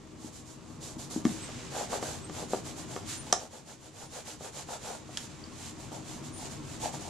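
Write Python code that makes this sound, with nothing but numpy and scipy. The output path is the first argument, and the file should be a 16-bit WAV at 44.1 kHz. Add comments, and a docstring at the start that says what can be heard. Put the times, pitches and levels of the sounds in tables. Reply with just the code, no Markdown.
"""A faint rustle over a low rumble, then at once quick hissing strokes: a cloth buffs the leather of a small metal camera.
It is held on a matted workbench in a small room; the hand makes about six or seven strokes a second, turning after each.
Strokes are bunched noise that follows the hand's speed: hiss, scratch and the drumming of the hollow case.
Knocks and clicks ring the modes of the case; hands and loose cloth rustle as noise, and thin squeaks are gliding sines.
The room adds a dull flutter and a short tail, and two microphone ports colour left and right."""
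import sys
import numpy as np
from scipy import signal
from scipy.fft import rfft, irfft, next_fast_len
from scipy.io import wavfile

SR = 44100
rng = np.random.default_rng(int(sys.argv[2]) if len(sys.argv) > 2 else 0)


def store_pcm(level_fs):
    """Save levels as 16-bit WAV."""
    pcm = np.round(np.clip(level_fs, -1, 1) * 32767).astype(np.int16)
    wavfile.write(sys.argv[1], SR, np.atleast_2d(pcm).T)


N = 312669
TIME = np.arange(N) / SR  # s
SIZE = next_fast_len(N + SR // 2, real=True)  # leaves space for the room's tail
FREQS = np.maximum(np.fft.rfftfreq(SIZE, 1 / SR), 1)  # Hz


def from_db(db):
    """Decibels to gain."""
    return 10 ** (np.asarray(db) / 20)


def rms_one(x):
    """Scale to unit power."""
    return x / np.sqrt(np.mean(x ** 2) + 1e-20)


def curve(rows):
    """A control joined by straight lines in time."""
    return np.interp(TIME, *np.transpose(rows))


def over_hz(points):
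    """A table joined by straight lines over log frequency."""
    hz, value = np.transpose(points)
    return np.interp(np.log(FREQS), np.log(hz), value)


def hump(hz, level_db, centre_hz, fall_db):
    """A gain that is highest at one pitch and falls by so many dB for each octave away from it."""
    return from_db(level_db - fall_db * abs(np.log2(hz / centre_hz)))


def drift(rate_hz):
    """Chance wandering with spread 1, smoothed above the given rate."""
    lowpass = 1 / (1 + (FREQS / rate_hz) ** 2)
    return rms_one(irfft(rfft(rng.standard_normal(SIZE)) * lowpass, SIZE)[:N])


def friction(colour, grain_db, grain_hz):
    """Countless tiny slips, bunched into grains, coloured by what they shake; stereo, rms 1."""
    # Likeness of left and right. Each row: frequency in Hz, likeness from 0 to 1.
    likeness = [(40, 1), (150, 0.74), (800, 0.5), (3000, 0.64), (7000, 0.29), (14000, 0.14)]
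    grains = from_db(grain_db * np.clip(drift(grain_hz), -2.5, 2.5))
    slips = rng.standard_normal((2, N)) * grains
    mid, side = rfft(slips, SIZE) * from_db(over_hz(colour))
    alike = np.clip(over_hz(likeness), 0, 1)
    pair = np.sqrt(1 + alike) * mid + np.sqrt(1 - alike) * side * [[1], [-1]]
    return rms_one(irfft(pair, SIZE)[:, :N])


def swing(start, end, crest):
    """Samples of one stroke and the hand's speed there: from rest, fastest at the crest, to rest."""
    at = np.arange(max(int(start * SR), 0), min(int(end * SR), N))
    u = np.clip((at / SR - start) / (end - start), 0, 1)
    crest = np.clip(crest, .05, .95)
    return at, np.sin(np.pi / 2 * np.minimum(u / crest, (1 - u) / (1 - crest)))


def cloth(hiss_power=1.64, drum_power=2.27):
    """Hiss and scratch follow the speed; the case drums only in the fast, hard-pressed middle of a stroke."""
    # Strokes of the cloth, each lasting until the hand turns again.
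    # Each row: start in seconds, fastest point from 0 to 1, rub in relative dB, drumming in relative dB.
    strokes = [(0.161, 0.69, -56, -59), (0.304, 0.4, -56, -62), (0.434, 0.4, -58.5, -61),
               (0.575, 0.6, -66, -62), (0.794, 0.25, -50.5, -52), (0.975, 0.18, -50, -55),
               (1.093, 0.14, -48, -52.5), (1.235, 0.12, -49.5, -49.5), (1.684, 0.5, -46, -37),
               (1.878, 0.44, -45, -34.0), (2.0, 0.17, -46.5, -41.0), (2.284, 0.57, -49.5, -44),
               (2.468, 0.35, -49, -49), (2.629, 0.31, -50, -49.5), (2.747, 0.31, -51, -47.5),
               (2.861, 0.31, -52.5, -46.0), (3.043, 0.43, -44.5, -58), (3.192, 0.6, -57.0, -52),
               (3.352, 0.43, -56, -47.5), (3.487, 0.39, -57.5, -50.5), (3.635, 0.47, -57, -53.5),
               (3.769, 0.65, -60, -58), (3.902, 0.65, -55, -49), (4.078, 0.52, -51, -45),
               (4.237, 0.3, -50.5, -48.5), (4.375, 0.58, -51.5, -46), (4.507, 0.46, -49.5, -46),
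               (4.652, 0.55, -49, -40), (4.783, 0.35, -50.5, -43), (5.039, 0.8, -54.0, -58.5),
               (5.496, 0.7, -52, -50.5), (5.766, 0.31, -57.0, -50.5), (5.904, 0.24, -54.5, -42.5),
               (6.019, 0.4, -53, -50.5), (6.22, 0.32, -54.5, -54), (6.31, 0.74, -51, -47.5),
               (6.49, 0.18, -53, -51), (6.6, 0.76, -54, -57), (6.78, 0.45, -45, -35),
               (6.911, 0.39, -50, -44.5), (6.99, 0.09, -53.5, -49)]
    # The face under the cloth: first the narrow end, then the broad leather.
    # Each row: beginning in seconds, scratch against hiss in dB before the layer gains.
    faces = [(0, -10), (1.17, -4.5)]
    # Colours of cloth fibres, leather grain, and the case drumming upright and laid on its side.
    # Each row: frequency in Hz, relative level in dB per Hz.
    hiss_colour = [(2000, -24), (4000, -5.5), (5500, -5), (7200, 1), (8500, -7), (10000, -10), (12000, -15),
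                   (14000, -30), (16000, -68)]
    scratch_colour = [(500, -20.5), (1000, 1), (1600, 2.5), (2300, 2.5), (3300, 3.5), (4500, -3),
                      (6500, -22), (11000, -82)]
    upright_colour = [(100, -15), (280, -19), (450, 5), (650, 3), (860, 4), (1050, -5.5), (1250, -8),
                      (1600, -7), (2400, -40)]
    laid_colour = [(150, -26), (400, -10), (530, 6), (700, 8), (890, 8), (1050, -7), (1300, -19),
                   (2400, -40)]
    laid_from_s = 5.35
    # the cloth drags on past each turn; a stroke with no near successor runs out
    drag_s, longest_stroke_s = 0.016, .25

    hiss, scratch, drum = np.zeros((3, N))
    turns = [row[0] for row in strokes[1:]] + [np.inf]
    for (start, crest, rub_db, drum_db), turn in zip(strokes, turns):
        end = min(turn + drag_s, start + longest_stroke_s)
        at, speed = swing(start, end, crest)
        scratch_db = [db for since, db in faces if since <= start][-1]
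        hiss[at] += from_db(rub_db) * speed ** hiss_power
        scratch[at] += from_db(rub_db + scratch_db) * speed ** hiss_power
        drum[at] += from_db(drum_db) * speed ** drum_power
    fibres = from_db(5.5) * hiss * friction(hiss_colour, grain_db=0.9, grain_hz=500)
    leather_grain = from_db(3.0) * scratch * friction(scratch_colour, grain_db=2.5, grain_hz=244)
    upright = friction(upright_colour, grain_db=3.0, grain_hz=100)
    laid = from_db(-1.0) * friction(laid_colour, grain_db=4.8, grain_hz=108)
    return fibres + leather_grain + drum * np.where(TIME < laid_from_s, upright, laid)


def knocks(rise_cycles=0.63, crack_db=18.5, crack_t60=0.031, low_hz=125, high_hz=13000):
    """Every knock rings the same modes: soft ones on the mat the low modes; hard contacts also crack."""
    # Knocks of the case: low on the mat, hollow on its back, high on metal.
    # Each row: time in seconds, ring drive in dB, centre of the ring in Hz, tick of the contact in dB.
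    contacts = [(.245, -41.5, 286, -78), (.967, -39.5, 220, -78), (1.11, -52, 700, -56),
                (1.162, -29, 280, -76), (1.2522, -20.5, 258, -35.5), (1.4907, -44, 595, -72),
                (1.931, -31.5, 635, -52), (2.027, -32, 447, -43), (2.297, -38.5, 380, -49),
                (2.4274, -34.5, 433, -61), (2.5344, -24.5, 532, -70), (2.963, -36.5, 486, -43),
                (3.326, -31.5, 5600, -50), (3.3278, -26, 715, -43), (4.4086, -43.5, 517, -79),
                (5.092, -47.5, 630, -77), (5.1726, -37, 3460, -66), (5.9184, -46, 560, -62),
                (6.943, -45, 655, -68)]
    # Modes of the case on its mat.
    # Each row: frequency in Hz, relative level in dB, 60 dB decay in seconds before the hand's damping.
    modes = [(239.4, 16.5, 0.037), (304, 16, 0.029), (407, 7, 0.033), (505, 19.5, 0.012), (618, 8, 0.031),
             (718, 13.5, 0.027), (860, 12, 0.013), (1145, 16.5, 0.031), (1380, -25, 0.036),
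             (1810, 8.5, .018), (2060, 9.5, 0.018), (3260, 17, 0.011), (3700, 9, 0.0085),
             (5550, 24.5, 0.0056), (6200, 24, 0.0054), (6060, 17.5, 0.0031), (6900, 13, 0.0073),
             (9300, 10, .003)]
    # The crowd of short-lived overtones in a hard contact.
    # Each row: frequency in Hz, relative level in dB per Hz.
    crack_colour = [(400, -26), (1100, -4), (1700, -3), (2500, -13.5), (3500, -2.5), (4500, -6.5),
                    (6000, -2), (7200, 2.5), (8200, -10), (10000, -7.5), (12000, -22), (14000, -27),
                    (16000, -42)]
    longest_ring_cycles = 28
    # modes fade with distance from the centre of the ring; the tick spreads widely about its own centre
    ring_fall, tick_hz, tick_fall = 17.5, 1750, 9.5  # falls in dB per octave
    crack_hz = 4940  # a knock cracks as strongly as its main ring shakes the metal at this pitch
    bounce_s, bounce_db = .0105, -17.5  # after every knock the case settles once more, softly

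    t = np.arange(SR // 8) / SR
    hz, mode_db, t60 = np.transpose(modes)
    t60 = np.minimum(t60, longest_ring_cycles / hz)  # the gripping hand damps the metal
    cycles = hz[:, None] * t
    decay = from_db(-60 * t / t60[:, None])
    rings = np.sin(2 * np.pi * cycles) * decay * (1 - np.exp(-cycles / rise_cycles))
    overtones = friction(crack_colour, grain_db=2.0, grain_hz=700)
    crack_decay = from_db(crack_db - 60 * t / crack_t60)
    out = np.zeros((2, N))
    for s, level_db, centre_hz, tick_db in contacts:
        main_drive = hump(hz, level_db, centre_hz, ring_fall)
        tick_drive = hump(hz, tick_db, tick_hz, tick_fall)
        ring = ((main_drive + tick_drive) * from_db(mode_db)) @ rings
        crack = hump(crack_hz, level_db, centre_hz, ring_fall) * crack_decay
        for touch, gain in (s, 1), (s + bounce_s, from_db(bounce_db)):
            at = round(touch * SR) + np.arange(len(t))
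            out[:, at] += gain * (ring + crack * overtones[:, at])
    # so small a body radiates no deep bass, and the contact time rounds off the top
    band = signal.butter(2, [low_hz, high_hz], "band", fs=SR, output="sos")
    return signal.sosfilt(band, out + 1e-18)


def hands():
    """Skin and loose folds slide with a duller, uneven rustle."""
    # Hands and loose cloth sliding, most when the grip changes. Each row: time in seconds, relative level in dB.
    rustle_level = [(0.0, -55.5), (0.8, -55), (1.33, -51), (1.43, -42), (1.62, -43), (2.25, -48.5),
                    (2.65, -51), (3.05, -48), (3.3, -46.5), (3.48, -58), (4.5, -55.5), (4.95, -49.5),
                    (5.05, -53), (5.17, -49), (5.9, -50), (6.15, -50), (7.09, -47.5)]
    # Colour of the rustle. Each row: frequency in Hz, relative level in dB per Hz.
    rustle_colour = [(300, 1.5), (700, 2), (1050, -1), (1400, 0), (2300, 0.5), (3300, 0), (5500, -1.5),
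                     (7300, 2), (9000, -8), (12000, -17.5), (15500, -52)]
    return from_db(curve(rustle_level) - 4.0) * friction(rustle_colour, grain_db=1.0, grain_hz=120)


def squeaks(waver_hz=120):
    """Short unsteady glides, mostly very high: sines whose pitch and level waver by chance."""
    # Thin squeaks. Each row: start and end in seconds, first and last pitch in Hz before the waver,
    # peak level in dB before the chance wavering.
    glides = [(1.394, 1.481, 7650, 8600, -44), (2.206, 2.292, 7670, 8730, -48.5),
              (3.154, 3.247, 9430, 9030, -44), (4.04, 4.118, 9200, 9150, -61),
              (4.92, 4.99, 9300, 9100, -58), (5.438, 5.445, 4640, 5100, -42),
              (6.3, 6.442, 9050, 9550, -49.5)]
    out, waver = np.zeros(N), waver_hz * drift(370)
    for start, end, first_hz, last_hz, level_db in glides:
        at, speed = swing(start, end, 0.46)
        hz = np.linspace(first_hz, last_hz, len(at)) + waver[at]
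        tone = np.sin(2 * np.pi * np.cumsum(hz) / SR)
        out[at] += from_db(level_db) * speed ** 2 * tone
    return out * from_db(2.5 * drift(70))


def rumble():
    """Low rumble of room and handling: dark noise whose level rises and falls."""
    # Rumble in the course of time. Each row: time in seconds, relative level in dB.
    rumble_level = [(0.0, -52.5), (0.63, -52), (1.32, -45.5), (1.58, -48), (2.9, -47), (3.18, -47.5),
                    (3.32, -50), (3.49, -57.5), (4.68, -53), (4.82, -52.5), (6.32, -47), (7.09, -46)]
    # Colour of the rumble. Each row: frequency in Hz, relative level in dB per Hz.
    rumble_colour = [(20, -18), (45, -2.5), (75, -7.5), (115, 6.5), (157, -2), (195, -1), (320, -2),
                     (430, -9), (750, -16.5), (1100, -13.5), (1500, -24.5), (4000, -50)]
    return from_db(curve(rumble_level) + 2.5) * friction(rumble_colour, grain_db=0.5, grain_hz=17.0)


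def room(x, flutter_cut_hz=1800, t60=0.23, shared=0.64):
    """A dull flutter between floor and ceiling, and a short diffuse tail."""
    # Share of diffuse sound in the room. Each row: frequency in Hz, level in dB.
    diffuse_share = [(100, -6.5), (300, -5), (700, -7), (3000, -9.5), (7000, -9), (14000, -16)]
    flutter_s, flutter_db = .01275, -9.5  # delay and gain of each trip, before its treble loss

    t = np.arange(SR // 2) / SR
    noise, shared = rng.standard_normal((3, len(t))), np.clip(shared, 0, 1)
    tail = np.sqrt(shared) * noise[2] + np.sqrt(1 - shared) * noise[:2]
    tail = tail * from_db(-60 * t / t60) * (t > .008)
    diffuse = rfft(tail / np.sqrt(np.sum(tail ** 2) / 2), SIZE) * from_db(over_hz(diffuse_share))
    delay = np.exp(-2j * np.pi * FREQS * flutter_s)
    trip = from_db(flutter_db) * delay / (1 + (FREQS / flutter_cut_hz) ** 2)
    # 1 / (1 - trip) is the direct sound with endlessly repeated trips
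    return irfft(rfft(x, SIZE) * (1 / (1 - trip) + diffuse), SIZE)[:, :N]


def scene():
    """Everything on the bench sounds in the room, over the rumble."""
    return room(cloth() + knocks() + hands() + squeaks() + rumble())


def record(dry):
    """Each microphone port has its own colour; the top is cut."""
    # The two microphone ports, the right one resonating. Each row: frequency in Hz, left minus right in dB.
    ports = [(60, 3), (500, 2.5), (1400, 1.5), (2500, 0.5), (4500, -1), (6000, -4), (7250, -10.5),
             (8200, -8), (9000, 6), (10200, 5), (12000, 13), (15000, 5)]
    cutoff_hz = 15400
    lean = from_db(over_hz(ports) * [[.5], [-.5]])
    lean = lean / np.sqrt(np.mean(lean ** 2, axis=0))  # mean power gain of the pair stays 1
    coloured = irfft(rfft(dry, SIZE) * lean, SIZE)[:, :N]
    top_cut = signal.ellip(10, .1, 80, cutoff_hz, fs=SR, output="sos")
    return signal.sosfilt(top_cut, coloured)


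dry = scene()
out = record(dry)
store_pcm(out)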